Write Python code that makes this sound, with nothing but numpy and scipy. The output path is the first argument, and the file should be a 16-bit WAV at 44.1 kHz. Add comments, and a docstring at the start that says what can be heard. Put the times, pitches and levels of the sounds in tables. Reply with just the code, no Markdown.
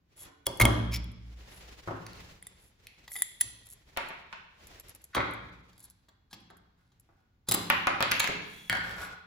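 """Riveter on a workshop table

A hand riveter is taken apart in a bare, ringing workshop: the steel sounds close and dry, the table fills the room.
A screwdriver pushes out two steel pins; frame and lever clink and knock, the second pin drops and bounces,
and the screwdriver is laid down. Hard parts are decaying modes and noise cracks, struck once, in chatter or by
friction; the table is bending waves and booming modes; soft rubbing and air are coloured noise."""
import sys
import numpy as np
from scipy import signal
from scipy.fft import rfft, irfft, next_fast_len
from scipy.io import wavfile

SR = 44100
rng = np.random.default_rng(int(sys.argv[2]) if len(sys.argv) > 2 else 0)


def digitize_waveform(pressure):
    """Quantize a signal to 16-bit integers and store it at the path in sys.argv[1].

    Rows of a 2-D input are taken as channels; values are limited to [-1, 1].
    """
    field = np.atleast_2d(pressure).T
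    bounded = np.clip(field, -1, 1)
    quanta = np.round(bounded * 32767).astype(np.int16)
    wavfile.write(sys.argv[1], SR, quanta)


N = 408366
HIT_T = np.arange(SR // 6) / SR  # time axis of a single touch, s


def from_db(db):
    """Amplitude ratio of a level in dB."""
    return 10 ** (np.asarray(db) / 20)


def unit_energy(x):
    """Sum of squares 1 in each channel."""
    return x / np.sqrt(np.sum(x ** 2, axis=-1, keepdims=True) + 1e-20)


def at_hz(points, hz):
    """Read a table on a log-frequency axis."""
    known_hz, values = np.transpose(points)
    return np.interp(np.log(np.maximum(hz, 1)), np.log(known_hz), values)


def dying(t, t60):
    """Exponential decay that falls 60 dB in t60 seconds."""
    return np.exp(-np.log(1000) * t / np.maximum(t60, 1e-5))


def add(track, s, sound):
    """Mix a sound in at time s."""
    start = max(round(s * SR), 0)
    track[:, start:start + sound.shape[-1]] += sound[..., :N - start]


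def cut(x, hz, kind, order=2):
    """Low- or high-pass."""
    sos = signal.butter(order, min(hz, SR / 2 - 1), kind, fs=SR, output="sos")
    return signal.sosfilt(sos, x)


def through(x, response):
    """Pass a sound through an impulse response."""
    convolved = signal.fftconvolve(np.atleast_2d(x), np.atleast_2d(response), axes=-1)
    return convolved[:, :x.shape[-1]]


def coloured(x, spectrum, size=4096):
    """Causal, minimum-phase filter with the given spectrum."""
    gain = from_db(at_hz(spectrum, np.arange(size // 2 + 1) * SR / size))
    cepstrum = irfft(np.log(gain))
    cepstrum[1:size // 2] *= 2  # folding the cepstrum makes the phase minimal
    cepstrum[size // 2:] = 0
    return through(x, irfft(np.exp(rfft(cepstrum))))


# likeness of left and right in diffuse sound: pitch_hz, likeness (1 = same)
LIKENESS = [(60, 0.94), (130, 0.93), (290, 0.87), (640, 0), (1400, 0), (15000, 0)]


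def diffuse(size):
    """White stereo noise, alike in the bass and unrelated in the treble."""
    mid, side = rfft(rng.standard_normal((2, size)))
    alike = np.clip(at_hz(LIKENESS, np.arange(len(mid)) * SR / size), -1, 1)
    shared = np.sqrt((1 + alike) / 2) * mid
    opposed = np.sqrt((1 - alike) / 2) * side * [[1], [-1]]
    return irfft(shared + opposed, size)


def hiss(spectrum):
    """Steady coloured stereo noise of rms 1."""
    noise = diffuse(next_fast_len(N))[:, :N]
    return unit_energy(coloured(noise, spectrum)) * np.sqrt(N)


def ringing(modes, crack_db, crack_t60, crack_hz, bright_db=0, left_lead_s=.000024):
    """One touch on a part: a crack, and modes whose strength and pitch shift a little with the grip."""
    hz, db, t60 = np.transpose(modes)[:, :, None]
    db = db + bright_db * np.log2(hz / hz.min())
    hz = hz * (1 + .005 * rng.standard_normal(hz.shape))
    sines = np.sin(2 * np.pi * hz * HIT_T) * dying(HIT_T, t60) * rng.choice([-1, 1], hz.shape)
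    tone = from_db(db.T + 2 * rng.standard_normal((2, len(modes)))) @ sines
    tone = cut(tone, hz.min() / 2, "high")  # a small part radiates no bass
    crack = cut(rng.standard_normal(len(HIT_T)) * dying(HIT_T, crack_t60), crack_hz, "high")
    left, right = unit_energy(unit_energy(tone) + from_db(crack_db) * unit_energy(crack))
    late = np.exp(-2j * np.pi * np.fft.rfftfreq(len(HIT_T), 1 / SR) * left_lead_s)
    return np.array([left, irfft(rfft(right) * late, len(HIT_T))])


def friction(slides, grain_db=-1.5):
    """Rough surfaces catch at random; the force swells and fades over each stroke."""
    force = np.zeros((1, N))
    for start, end, db, per_s in slides:
        chance, (sizes, grain) = rng.random(SR), rng.standard_normal((2, SR))
        catches = (chance < per_s / SR) * sizes * from_db(grain_db * grain)
        catches = unit_energy(catches) * np.sqrt(SR)  # rms 1
        stroke = np.sin(np.pi * np.clip(np.arange(SR) / SR / max(end - start, 1e-3), 0, 1))
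        add(force, start, from_db(db) * catches * stroke)
    return force


def part(hits, slides, modes, crack_db, crack_t60, crack_hz, chatter_per_s=5000, rebound=0.8):
    """A hard part is struck, chatters against its neighbour for a moment, or slides."""
    out = through(friction(slides), ringing(modes, crack_db, crack_t60, crack_hz))
    for s, db, chatter_s, bright_db in hits:
        touches = (rng.random(len(HIT_T)) < chatter_per_s / SR) * rng.standard_normal(len(HIT_T))
        force = rebound * touches * np.exp(-(HIT_T / max(chatter_s, 1e-4)) ** 2)
        force[0] = 1  # the first touch
        ring = ringing(modes, crack_db, crack_t60, crack_hz, bright_db)
        add(out, s, from_db(db) * unit_energy(through(ring, force)))
    return out


# colour of the steady air noise: pitch_hz, level_db (relative)
AIR = [(15, -28), (25, -1.5), (76, 7), (212, -5.5), (677, -21.5), (775, -18), (4490, -30.5), (7510, -37.5),
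       (8590, -54), (10700, -41.5), (16000, -36.5)]


def air(rms_db=-69.5):
    """Steady, mostly low noise lies under everything."""
    return from_db(rms_db) * hiss(AIR)


# colour of the soft rubbing: pitch_hz, level_db (relative)
RUBBING_COLOUR = [(18, -22.5), (30, -1.5), (64, -0.5), (245, -14.5), (426, -11.5), (1250, -17.5),
                  (2010, -15), (4530, -20), (8520, -27.5), (11100, -33), (13300, -41.5), (14800, -30),
                  (16000, -43)]
# soft rubbing swells, the last one the hiss of the dragging screwdriver:
# loudest_s, rustle_db (before flutter), swelling_s, fading_s
RUBBING_SWELLS = [(.26, -58, 0.11, 0.048), (1.56, -54, 0.26, 0.8), (2.17, -55.5, 0.11, 0.3),
                  (2.98, -63.5, 0.4, 1), (3.88, -64, 0.24, 0.55), (4.72, -57, 0.15, 0.3),
                  (5.66, -68.5, 1, 0.31), (6.9, -79, 0.25, 0.43), (9.0, -49.5, 0.2, 0.13)]


def soft_rubbing(flutter_db=3.5, count=500):
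    """Soft rubbing swells and fades a little unevenly; the last swell is the dragging screwdriver's hiss."""
    t = np.arange(N) / SR
    power = np.zeros(N)
    for s, db, rise_s, fall_s in RUBBING_SWELLS:
        swell = np.exp(-2 * ((t - s) / np.where(t < s, rise_s, fall_s)) ** 2)
        power += from_db(db) ** 2 * swell
    flutter = np.interp(t, np.linspace(0, N / SR, count), rng.standard_normal(count))
    return np.sqrt(power) * from_db(flutter_db * flutter) * hiss(RUBBING_COLOUR)


# decay of the workshop: pitch_hz, t60_s
ROOM_T60 = [(60, 1.4), (200, 1.1), (560, 0.78), (1500, 0.8), (4000, 0.91), (8000, .45), (15000, 0.52)]
# colour of its reverberation: pitch_hz, level_db (relative)
ROOM_COLOUR = [(60, -2), (200, 7), (600, 3.5), (1500, 6.5), (4000, 3), (8000, -2), (15000, -17.5)]


def workshop(x, build_s=0.0027):
    """Diffuse reverberation builds up at once, then dies at its own rate in each band."""
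    t = np.arange(2 * SR) / SR
    noise, hz = rfft(diffuse(len(t))), np.arange(SR + 1) / 2
    tail = 0
    for k, (_, t60) in enumerate(ROOM_T60):
        share = at_hz([(row[0], j == k) for j, row in enumerate(ROOM_T60)], hz)  # overlapping bands
        tail = tail + irfft(noise * share) * unit_energy(dying(t, t60))
    build_up = 1 - np.exp(-(t / build_s) ** 2)
    return through(x, coloured(tail * build_up, ROOM_COLOUR))


# near walls, as they return table blows: delay_s, level_db, lowest_hz, highest_hz
BLOW_ECHOES = [(.0062, -5.5, 200, 2191), (.0330, -8, 100, 2800)]
# near walls, as they return light taps: delay_s, level_db, lowest_hz, highest_hz
TAP_ECHOES = [(.0059, 0.5, 722, 1683), (0.032, -10.5, 400, 3000)]


def near_walls(x, echoes, right_lead_s=.0003):
    """The board radiates widely: its middle range returns from the nearest walls, first on the right."""
    out = x.copy()
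    for delay_s, db, low_hz, high_hz in echoes:
        echo = from_db(db) * cut(cut(x, high_hz, "low"), low_hz, "high")
        add(out, delay_s, echo * [[1], [0]])
        add(out, delay_s - right_lead_s, echo * [[0], [1]])
    return out


# lowest modes of the table: pitch_hz, level_db (relative), t60_s
TABLE_MODES = [(59.2, 0, 2.2), (72.8, -4.5, .5), (107.7, 2, 0.52), (113.4, -4, .8), (182.5, -7, 0.41),
               (180, -4, 1.4), (211, 3, 0.3), (239.6, -8, 0.38), (293, -2.5, 0.88), (336, -6, 0.7),
               (504, 5.5, 0.3)]
# jolts by the weight on the table: start_s, level_db (before the mode levels), most_excited_hz
JOLTS = [(.6130, -18.5, 85), (1.877, -39.5, 160), (3.442, -53, 91), (5.1682, -43, 195.5),
         (6.3292, -54, 203), (7.4859, -37.5, 180), (7.543, -41, 180), (8.285, -59, 380), (8.6988, -39, 165)]
# blows on the table top: start_s, drive_db (before filtering), contact_hardness_hz
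KNOCKS = [(0.47, 10, 617), (.6, 22, 1200), (0.611, 8, 770), (0.6391, 23, 530), (0.6522, 21, 1500),
          (1.8748, 9, 1400), (1.884, 11, 1100), (1.909, 8.5, 1322), (3.157, -10, 1310), (3.4105, -9, 1500),
          (5.151, 12.5, 1200), (5.166, 21.5, 1250), (5.177, 11.5, 1270), (6.085, -20.5, 2515),
          (6.3345, -21, 2500), (6.502, -8.5, 1500), (7.09, -17, 1200), (7.4861, 4.5, 1500),
          (7.5143, 11, 1600), (7.544, 12.5, 1660)]
# every blow makes the table boom, less for each octave that the contact is harder than a soft one
BOOM_DB, BOOM_HZ, SOFT_HZ, BOOM_LOSS_DB_PER_OCTAVE = -55.5, 151, 714, 6


def table_thump(swell_s=0.0017, slope_db=9.0, spread=0.06, count=3):
    """Blows and jolts set the lowest modes booming, weaker by the octave off their pitch; close modes beat."""
    out, t = np.zeros((2, N)), np.arange(2 * SR) / SR
    hz, db, t60 = np.transpose(TABLE_MODES)[:, :, None]
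    close = 0
    for _ in range(count):
        detuned_hz = hz * (1 + spread * rng.standard_normal(hz.shape))
        close = close + np.sin(2 * np.pi * detuned_hz * t) / count
    sines = close * dying(t, t60) * (1 - np.exp(-t / swell_s))
    blows = []
    for s, blow_db, hardness_hz in KNOCKS:
        loss_db = BOOM_LOSS_DB_PER_OCTAVE * np.log2(hardness_hz / SOFT_HZ)
        blows.append((s, blow_db + BOOM_DB - loss_db, BOOM_HZ))
    for s, thump_db, pitch_hz in blows + JOLTS:
        mode_db = thump_db + db - slope_db * np.abs(np.log2(hz / pitch_hz))
        add(out, s, from_db(mode_db).T @ sines)
    return cut(out, 33, "high")


# slide over the table top: start_s, end_s, drive_db (before filtering and slide_db), catches_per_s
TABLE_SLIDES = [(.22, .30, -53, 1500)]
# colour of the table top's dense higher modes: pitch_hz, level_db (relative)
BOARD = [(30, -32), (70, -8), (170, -10.5), (400, -6), (700, -7.5), (1100, -6), (1500, -8), (2500, -15.5),
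         (3500, -15.5), (4800, -13.5), (8000, -11.5), (16000, -3)]


def table_top(flex_db=8.0, flex_t60=0.055, spread_s=0.0041, slide_db=11.5, slide_hz=4500):
    """A blow sends bending waves to and fro in the board; a soft contact leaves out the treble."""
    response = unit_energy(diffuse(len(HIT_T)) * dying(HIT_T, flex_t60))
    force = through(friction(TABLE_SLIDES), response)
    force = cut(force, slide_hz, "low") * from_db(slide_db)
    for s, db, hardness_hz in KNOCKS:
        waves = from_db(flex_db) * unit_energy(diffuse(len(HIT_T)) * dying(HIT_T, flex_t60))
        # the contact sounds alike on left and right
        contact = unit_energy(rng.standard_normal(len(HIT_T)) * np.exp(-HIT_T / spread_s))
        add(force, s, from_db(db) * cut(unit_energy(waves + contact), hardness_hz, "low"))
    return coloured(force, BOARD)


# light parts tap the table top; the freed pin bounces end over end, lands flat and rocks:
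# start_s, energy_db, contact_hardness_hz, stressed_pitch_hz
TAPS = [(.4675, -8, 674, 700), (3.9651, -15, 2850, 1800), (3.9725, -1.5, 2500, 1380),
        (4.105, -14, 2000, 1600), (4.3274, -12.5, 3300, 1330), (7.7009, 8.5, 2780, 1310),
        (7.8708, 6, 1990, 1310), (8.0059, 2.5, 2500, 1050), (8.026, 2, 3200, 2200),
        (8.1142, -7.5, 3600, 2200), (8.1176, 3.5, 3800, 2270), (8.2016, 0.5, 3800, 1960),
        (8.2422, -1, 3540, 1810), (8.2726, -8, 3300, 1900), (8.289, -9.5, 413, 403), (8.296, -9, 430, 447),
        (8.313, -18.5, 407, 372), (8.6977, -13.5, 1900, 856), (8.7276, -10, 1860, 1500),
        (8.7516, -12, 1900, 1500)]
# colour of what a light part stirs in the board: pitch_hz, level_db (relative)
LIGHT_BOARD = [(100, -6), (300, -8.5), (650, -5), (950, -2.5), (1500, -6), (2500, -0.5), (3500, -4.5),
               (5000, -5.5), (16000, -8)]


def table_taps(travel_s=.0007, flex_db=3.0, flex_t60=0.06, right_lead_s=.00008, stress_db=2.0, sharpness=0.9):
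    """A light part sends one bending wave, treble first, then a shiver; each tap stresses its own pitch."""
    out, hz = np.zeros((2, N)), np.fft.rfftfreq(len(HIT_T), 1 / SR)
    cycles = 2 * travel_s * np.sqrt(hz * 1000)  # travel_s is the delay at 1 kHz
    phase = cycles + hz * [[right_lead_s], [0]]
    wave = unit_energy(irfft(np.exp(-2j * np.pi * phase), len(HIT_T)))
    for s, db, hardness_hz, pitch_hz in TAPS:
        shiver = from_db(flex_db) * unit_energy(diffuse(len(HIT_T)) * dying(HIT_T, flex_t60))
        tap = cut(coloured(wave + shiver, LIGHT_BOARD), hardness_hz, "low")
        stressed = signal.lfilter(*signal.iirpeak(pitch_hz, sharpness, fs=SR), tap)
        tap = tap + from_db(stress_db) * stressed
        add(out, s, from_db(db) * unit_energy(tap))
    return out


# the screwdriver falls: first_touch_s, first_flight_s
DRIVER_FALL = (8.6973, .0303)


def driver_drop(db, loss_db, chatter_s, count=4, restitution=.798):
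    """Hits on one part of the falling screwdriver; each flight lasts the restitution share of the last."""
    first_s, flight_s = DRIVER_FALL
    touches_s = first_s + flight_s * (1 - restitution ** np.arange(count)) / (1 - restitution)
    return [(s, db - k * loss_db, chatter_s, 0) for k, s in enumerate(touches_s)]


# modes of the screwdriver handle: pitch_hz, level_db (relative), t60_s
HANDLE = [(772, -7.5, 0.066), (1000, -3.5, 0.014), (1452, -7, 0.065), (1600, 4, 0.019), (1780, -3.5, 0.07),
          (2250, -4.5, 0.023), (3230, -6, 0.01), (4630, -3, .003), (4880, -7.5, 0.011)]
# hits on its hollow grip: start_s, energy_db, chatter_s, brightness_db_per_octave
GRIP_HITS = [(5.1485, -6, 0.0032, 0.29), (5.166, -5.5, .0034, -.5), (5.178, -5, 0.0034, -.5),
             (5.2045, -9, 0.00066, 0)]
# the grip skids: start_s, end_s, rms_db (at full stroke), catches_per_s
GRIP_SLIDES = [(5.128, 5.161, -50, 2510)]
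# modes of the grip: pitch_hz, level_db (relative), t60_s
GRIP = [(1087, -7, 0.045), (1340, -2, 0.016), (1600, 1, 0.0058), (2015, 0.5, 0.0095), (2330, -3.5, .008),
        (3300, -9, 0.0081), (3780, -6, 0.0063)]
# the screwdriver drags over the table: start_s, end_s, rms_db (at full stroke), catches_per_s
HANDLE_SLIDES = [(6.77, 6.835, -76.5, 1200), (7.061, 7.28, -80.5, 716), (8.821, 8.94, -43, 500),
                 (8.94, 9.097, -44, 600)]
# modes of the dragged screwdriver: pitch_hz, level_db (relative), t60_s
DRAG = [(806, 9.5, 0.0022), (1450, -3.5, 0.056), (1660, -10, 0.036), (2100, 6, 0.0033),
        (4170, -15.5, 0.019)]


def screwdriver_handle():
    """The handle bounces to rest, its hollow grip skids and clatters as it is put aside, and it drags."""
    drop = driver_drop(db=1, loss_db=4, chatter_s=0.00049)
    out = part(drop, [], HANDLE, crack_db=-10.0, crack_t60=0.0066, crack_hz=199.3)
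    out += part(GRIP_HITS, GRIP_SLIDES, GRIP, crack_db=-26.5, crack_t60=0.0032, crack_hz=600)
    out += part([], HANDLE_SLIDES, DRAG, crack_db=-7.5, crack_t60=0.013, crack_hz=300)
    return out


# hits on the screwdriver shaft: start_s, energy_db, chatter_s, brightness_db_per_octave
SHAFT_HITS = [(.4668, 2.5, .0024, 0), (1.0426, -25.5, .00039, 0), (3.157, -21, .0013, 0)]
# slides of the shaft: start_s, end_s, rms_db (at full stroke), catches_per_s
SHAFT_SLIDES = [(0.152, .304, -62.5, 1200), (0.455, .474, -46, 2700), (8.384, 8.763, -55.5, 9400)]
# modes of the shaft, damped by the hand: pitch_hz, level_db (relative), t60_s
SHAFT = [(2140, -9.5, 0.016), (3340, -1, 0.034), (5150, -15, .004), (6650, -12, .005), (7106, -10, .005),
         (9700, -5, .005), (10400, -1, 0.0074), (14800, 4, .004)]


def screwdriver_shaft():
    """The steel shaft touches and slides, then lands together with the handle."""
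    hits = SHAFT_HITS + driver_drop(db=-12, loss_db=22, chatter_s=0.00067)
    return part(hits, SHAFT_SLIDES, SHAFT, crack_db=-1.5, crack_t60=.004, crack_hz=6000)


# light ticks of the loose spring: start_s, energy_db
TICKS = [(0.573, -22), (1.116, -38), (4.087, -25.5), (4.6703, -26), (4.798, -21), (4.884, -28),
         (4.894, -22.5), (4.9494, -23.5), (5.017, -36), (5.041, -22), (5.31, -32), (5.336, -26.5),
         (5.779, -33.5), (5.9, -29), (5.9061, -34), (6.403, -44), (6.5693, -37), (6.9978, -34.5)]
# fine slides: start_s, end_s, rms_db (at full stroke), catches_per_s
FINE_SLIDES = [(0.159, 0.265, -49, 2880), (1.491, 1.622, -59.5, 3020), (2.573, 2.72, -65.5, 2940),
               (3.101, 3.168, -43, 1200), (3.638, 3.76, -50.5, 404), (5.791, 5.816, -49.5, 900),
               (5.823, 5.864, -51, 1500), (8.984, 9.08, -53.5, 3000)]
# modes of the spring: pitch_hz, level_db (relative), t60_s
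SPRING = [(7570, 3.5, 0.0036), (10040, 6.5, 0.0043), (11260, -2.5, .02), (12300, -11, 0.0095),
          (12900, -1.5, 0.014)]


def spring(chatter_s=0.0027, rebound_s=0.0086, rebound_db=-9.5):
    """The loose spring touches and rebounds once, more weakly; fine slides excite it too."""
    hits = []
    for s, db in TICKS:
        hits.append((s, db, chatter_s, 0))
        hits.append((s + rebound_s, db + rebound_db, chatter_s, 0))
    return part(hits, FINE_SLIDES, SPRING, crack_db=-6.5, crack_t60=.010, crack_hz=6100)


# the hinge rubs as the tool is lifted: start_s, end_s, rms_db (at full stroke), catches_per_s
HINGE_SLIDES = [(0.912, 0.981, -35, 2900)]
# modes of the rubbing hinge: pitch_hz, level_db (relative), t60_s
HINGE = [(2290, 12.5, 0.0074), (2600, -3, 0.0099), (5444, 9, 0.011), (7360, -1, .0026), (11100, 6, 0.003),
         (14200, -1, .0079)]


def rubbing_hinge():
    """Friction makes the hinge's modes ring."""
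    return part([], HINGE_SLIDES, HINGE, crack_db=-1, crack_t60=0.0013, crack_hz=1500)


# taps at the tip of the riveter: start_s, energy_db
TIP_HITS = [(3.077, -24), (5.1478, -6.5), (5.7294, -38.5), (5.7785, -38.5), (6.0856, -34.5), (6.3295, -18),
            (6.341, -26), (6.5014, -35), (6.7761, -57), (6.9182, -45), (7.2014, -57)]
# the tip rattles faintly as it is positioned: start_s, end_s, rms_db (at full stroke), catches_per_s
TIP_SLIDES = [(5.735, 5.94, -68.5, 330), (6.301, 6.327, -59, 840), (6.798, 6.96, -82, 700),
              (7.468, 7.5, -54.5, 2800)]
# modes of the side plates around the pin holes: pitch_hz, level_db (relative), t60_s
TIP = [(827, -5, 0.012), (1100, -10, 0.01055), (1618, -10.5, .014), (3400, -4.5, .013), (3800, -3, 0.0083),
       (4286, -2.5, 0.0084), (4760, -2, 0.0066), (6210, -8, .009), (7240, -5, 0.011), (10480, -6, 0.0042),
       (14430, -11, .005)]


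def riveter_tip(chatter_s=0.0091):
    """The side plates ring as the tip is tapped and positioned."""
    hits = [(s, db, chatter_s, 0) for s, db in TIP_HITS]
    return part(hits, TIP_SLIDES, TIP, crack_db=-3.5, crack_t60=.006, crack_hz=1500)


# steel hits the frame: start_s, energy_db, chatter_s, brightness_db_per_octave
FRAME_HITS = [(.5988, 4.5, .0056, 4), (.6120, 7.5, .0091, -2), (.6175, -0.5, .005, 0), (.6530, 8, .002, -5)]
# slide of the frame: start_s, end_s, rms_db (at full stroke), catches_per_s
FRAME_SLIDES = [(0.601, 0.631, -20.5, 3060)]
# modes of the frame, damped by the hand: pitch_hz, level_db (relative), t60_s
FRAME = [(930, -9, 0.012), (1900, -8.5, .008), (2156, 0.5, 0.033), (2110, -4, 0.02), (3270, -8.5, 0.014),
         (4430, -11.5, .004), (6430, -5.5, 0.0057), (9200, 2.5, .004), (11100, -1.5, 0.0046),
         (14600, -3, .004)]


def riveter_frame():
    """The frame clinks, its modes damped by the hand."""
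    return part(FRAME_HITS, FRAME_SLIDES, FRAME, crack_db=-8.5, crack_t60=.012, crack_hz=900)


# steel hits the lever: start_s, energy_db, chatter_s, brightness_db_per_octave
LEVER_HITS = [(2.4255, -21.5, 0.0019, -1.5), (2.4684, -17, 0.0027, 1.5), (3.079, -23.5, 0.0031, -5.5),
              (3.1165, -22, 0.0036, -4.5), (3.1545, -15.5, .0034, -8), (3.163, -12, 0.0036, -2),
              (3.2210, 4, 0.00024, 3), (3.4100, 5.5, 0.00039, 3.5), (3.4125, 3, 0.0016, 2.5)]
# slides of the lever: start_s, end_s, rms_db (at full stroke), catches_per_s
LEVER_SLIDES = [(3.134, 3.238, -43, 1200), (3.4, 3.42, -33.5, 4000)]
# modes of the lever, damped by the hand: pitch_hz, level_db (relative), t60_s
LEVER = [(800, -26, 0.034), (1100, -24.5, .006), (1650, -14, .0057), (1982, -2, 0.034), (2087, -5, .015),
         (3370, -7, 0.021), (3630, -10, 0.038), (4920, -8, .007), (5750, -16, .006), (6640, -2, .007),
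         (7470, 1, 0.02), (9930, 8, 0.018), (10600, 6.5, .006), (11700, 0, .008), (14750, 3, .005)]


def riveter_lever():
    """The lever clinks and scrapes, its modes damped by the hand."""
    return part(LEVER_HITS, LEVER_SLIDES, LEVER, crack_db=-18.0, crack_t60=0.018, crack_hz=1200)


# the tight pin squeals as it is drawn from its bore: start_s, pitch_hz, level_db
SQUEAL = [(3.087, 11960, -69), (3.121, 11860, -50.5), (3.158, 11400, -46.5), (3.21, 10400, -52.5),
          (3.225, 10400, -55.5)]


def squeal(waver=0.06):
    """Steel sticks and slips: one unsteady high note that sinks as the pin comes out."""
    t, (s, hz, db) = np.arange(N) / SR, np.transpose(SQUEAL)
    pitch_hz = np.interp(t, s, hz) * (1 + waver * rng.standard_normal(N))
    phase = 2 * np.pi * np.cumsum(pitch_hz) / SR
    return np.interp(t, s, from_db(db), left=0, right=0) * np.sin(phase)


# steel hits the pins: start_s, energy_db, chatter_s, brightness_db_per_octave
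PIN_HITS = [(2.0648, -19.5, 0.0032, -5), (2.1327, -27, .0009, -1.5), (2.8695, -21, 0.00081, 1),
            (3.9732, -10.5, 0.00025, 3), (7.7008, -3, .0002, 9.5), (7.8706, -4.5, 0.00015, -9),
            (8.0062, -11, .0002, 18), (8.026, -3, 0.00036, -2.5), (8.1142, -3.5, .0008, 6),
            (8.1175, -1, 0.0014, -2), (8.1962, 0, .006, 4), (8.2002, 1.5, 0.0052, -2),
            (8.229, -21, .001, 0), (8.2428, -11.5, .0005, 0), (8.2468, -19, .001, -6),
            (8.2745, -6.5, 0.003, -21)]
# the pin rolls between its last bounces: start_s, end_s, rms_db (at full stroke), catches_per_s
PIN_SLIDES = [(8.122, 8.193, -46, 400), (8.205, 8.321, -46, 600)]
# modes of a pin: pitch_hz, level_db (relative), t60_s
PIN = [(1730, -3, .012), (2220, -3, .012), (2580, 4, .008), (3750, -1.5, .009), (4300, -2, .007),
       (4650, -1, .005), (5420, -1, 0.0029), (6570, 0.5, .006), (7300, -5.5, .004), (9950, -1, .004),
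       (11000, -2.5, .004), (11200, 0, .004), (14900, 1, .004)]
# the second pin rattles through its bore: start_s, energy_db, chatter_s, brightness_db_per_octave
BORE_HITS = [(7.4862, -0.5, 0.01, 0), (7.5125, 0, 0.0038, -0.83), (7.5195, 4, 0.0042, -.5),
             (7.5392, 1.5, 0.0099, 2.1), (7.5455, 0, 0.0024, 3.6), (7.629, -27, .001, 2)]
# modes heard from the bore: pitch_hz, level_db (relative), t60_s
BORE = [(2500, -9, 0.0041), (3490, 1.5, 0.0065), (3800, -5, 0.03), (5060, 0, 0.011), (5810, -6, 0.013),
        (7370, -1.5, 0.0084), (7500, 11.5, 0.0069), (10200, 17.5, 0.003), (10400, 3, 0.0057),
        (11470, 7.5, 0.01), (11700, -3, 0.0037), (15100, 10.5, 0.0071)]


def pivot_pins():
    """The pins clink; the second rattles through its bore, then drops, bounces and rolls."""
    out = part(PIN_HITS, PIN_SLIDES, PIN, crack_db=-1, crack_t60=0.0031, crack_hz=2238)
    out += part(BORE_HITS, [], BORE, crack_db=-6, crack_t60=0.0053, crack_hz=2420)
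    return out


def scene():
    """The small steel parts sound close and dry; the table fills the room."""
    boom, board, taps = table_thump(), table_top(), table_taps()
    handle, hinge, tip = screwdriver_handle(), rubbing_hinge(), riveter_tip()
    small = screwdriver_shaft() + spring()
    frame, lever, pins = riveter_frame(), riveter_lever() + squeal(), pivot_pins()
    steel = frame + hinge + small + pins + lever + tip

    # each body sends its own share of sound into the room
    send = from_db(-7.0) * cut(frame, 3000, "high", order=4)
    send += from_db(-7.0) * cut(lever, 2300, "high", order=4)
    send += from_db(-12) * hinge + from_db(-9.0) * small
    send += from_db(-3.5) * pins + from_db(-6.0) * tip
    send += from_db(-2.0) * board + from_db(-4.0) * taps
    send += from_db(-1.0) * handle + from_db(-5.5) * boom

    background = air() + soft_rubbing() + workshop(send)
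    table = boom + near_walls(board, BLOW_ECHOES) + from_db(-1.5) * near_walls(taps, TAP_ECHOES)
    return background + table + handle + steel


# colour of the treble, narrow dips and a broad lift: pitch_hz, width_hz, gain_db
TREBLE_COLOUR = [(8560, 710, -16), (13400, 580, -21.5), (14300, 2600, 3.5), (16200, 460, -13.5)]


def record(dry):
    """Colour of the treble: narrow dips, a broad lift, and a cut at 16 kHz."""
    for hz, width_hz, gain_db in TREBLE_COLOUR:
        band = signal.lfilter(*signal.iirpeak(hz, hz / (2 * width_hz), fs=SR), dry)
        dry = dry + (from_db(gain_db) - 1) * band
    return signal.sosfilt(signal.ellip(10, .1, 80, 16000, fs=SR, output="sos"), dry)


dry = scene()
out = record(dry)
digitize_waveform(out)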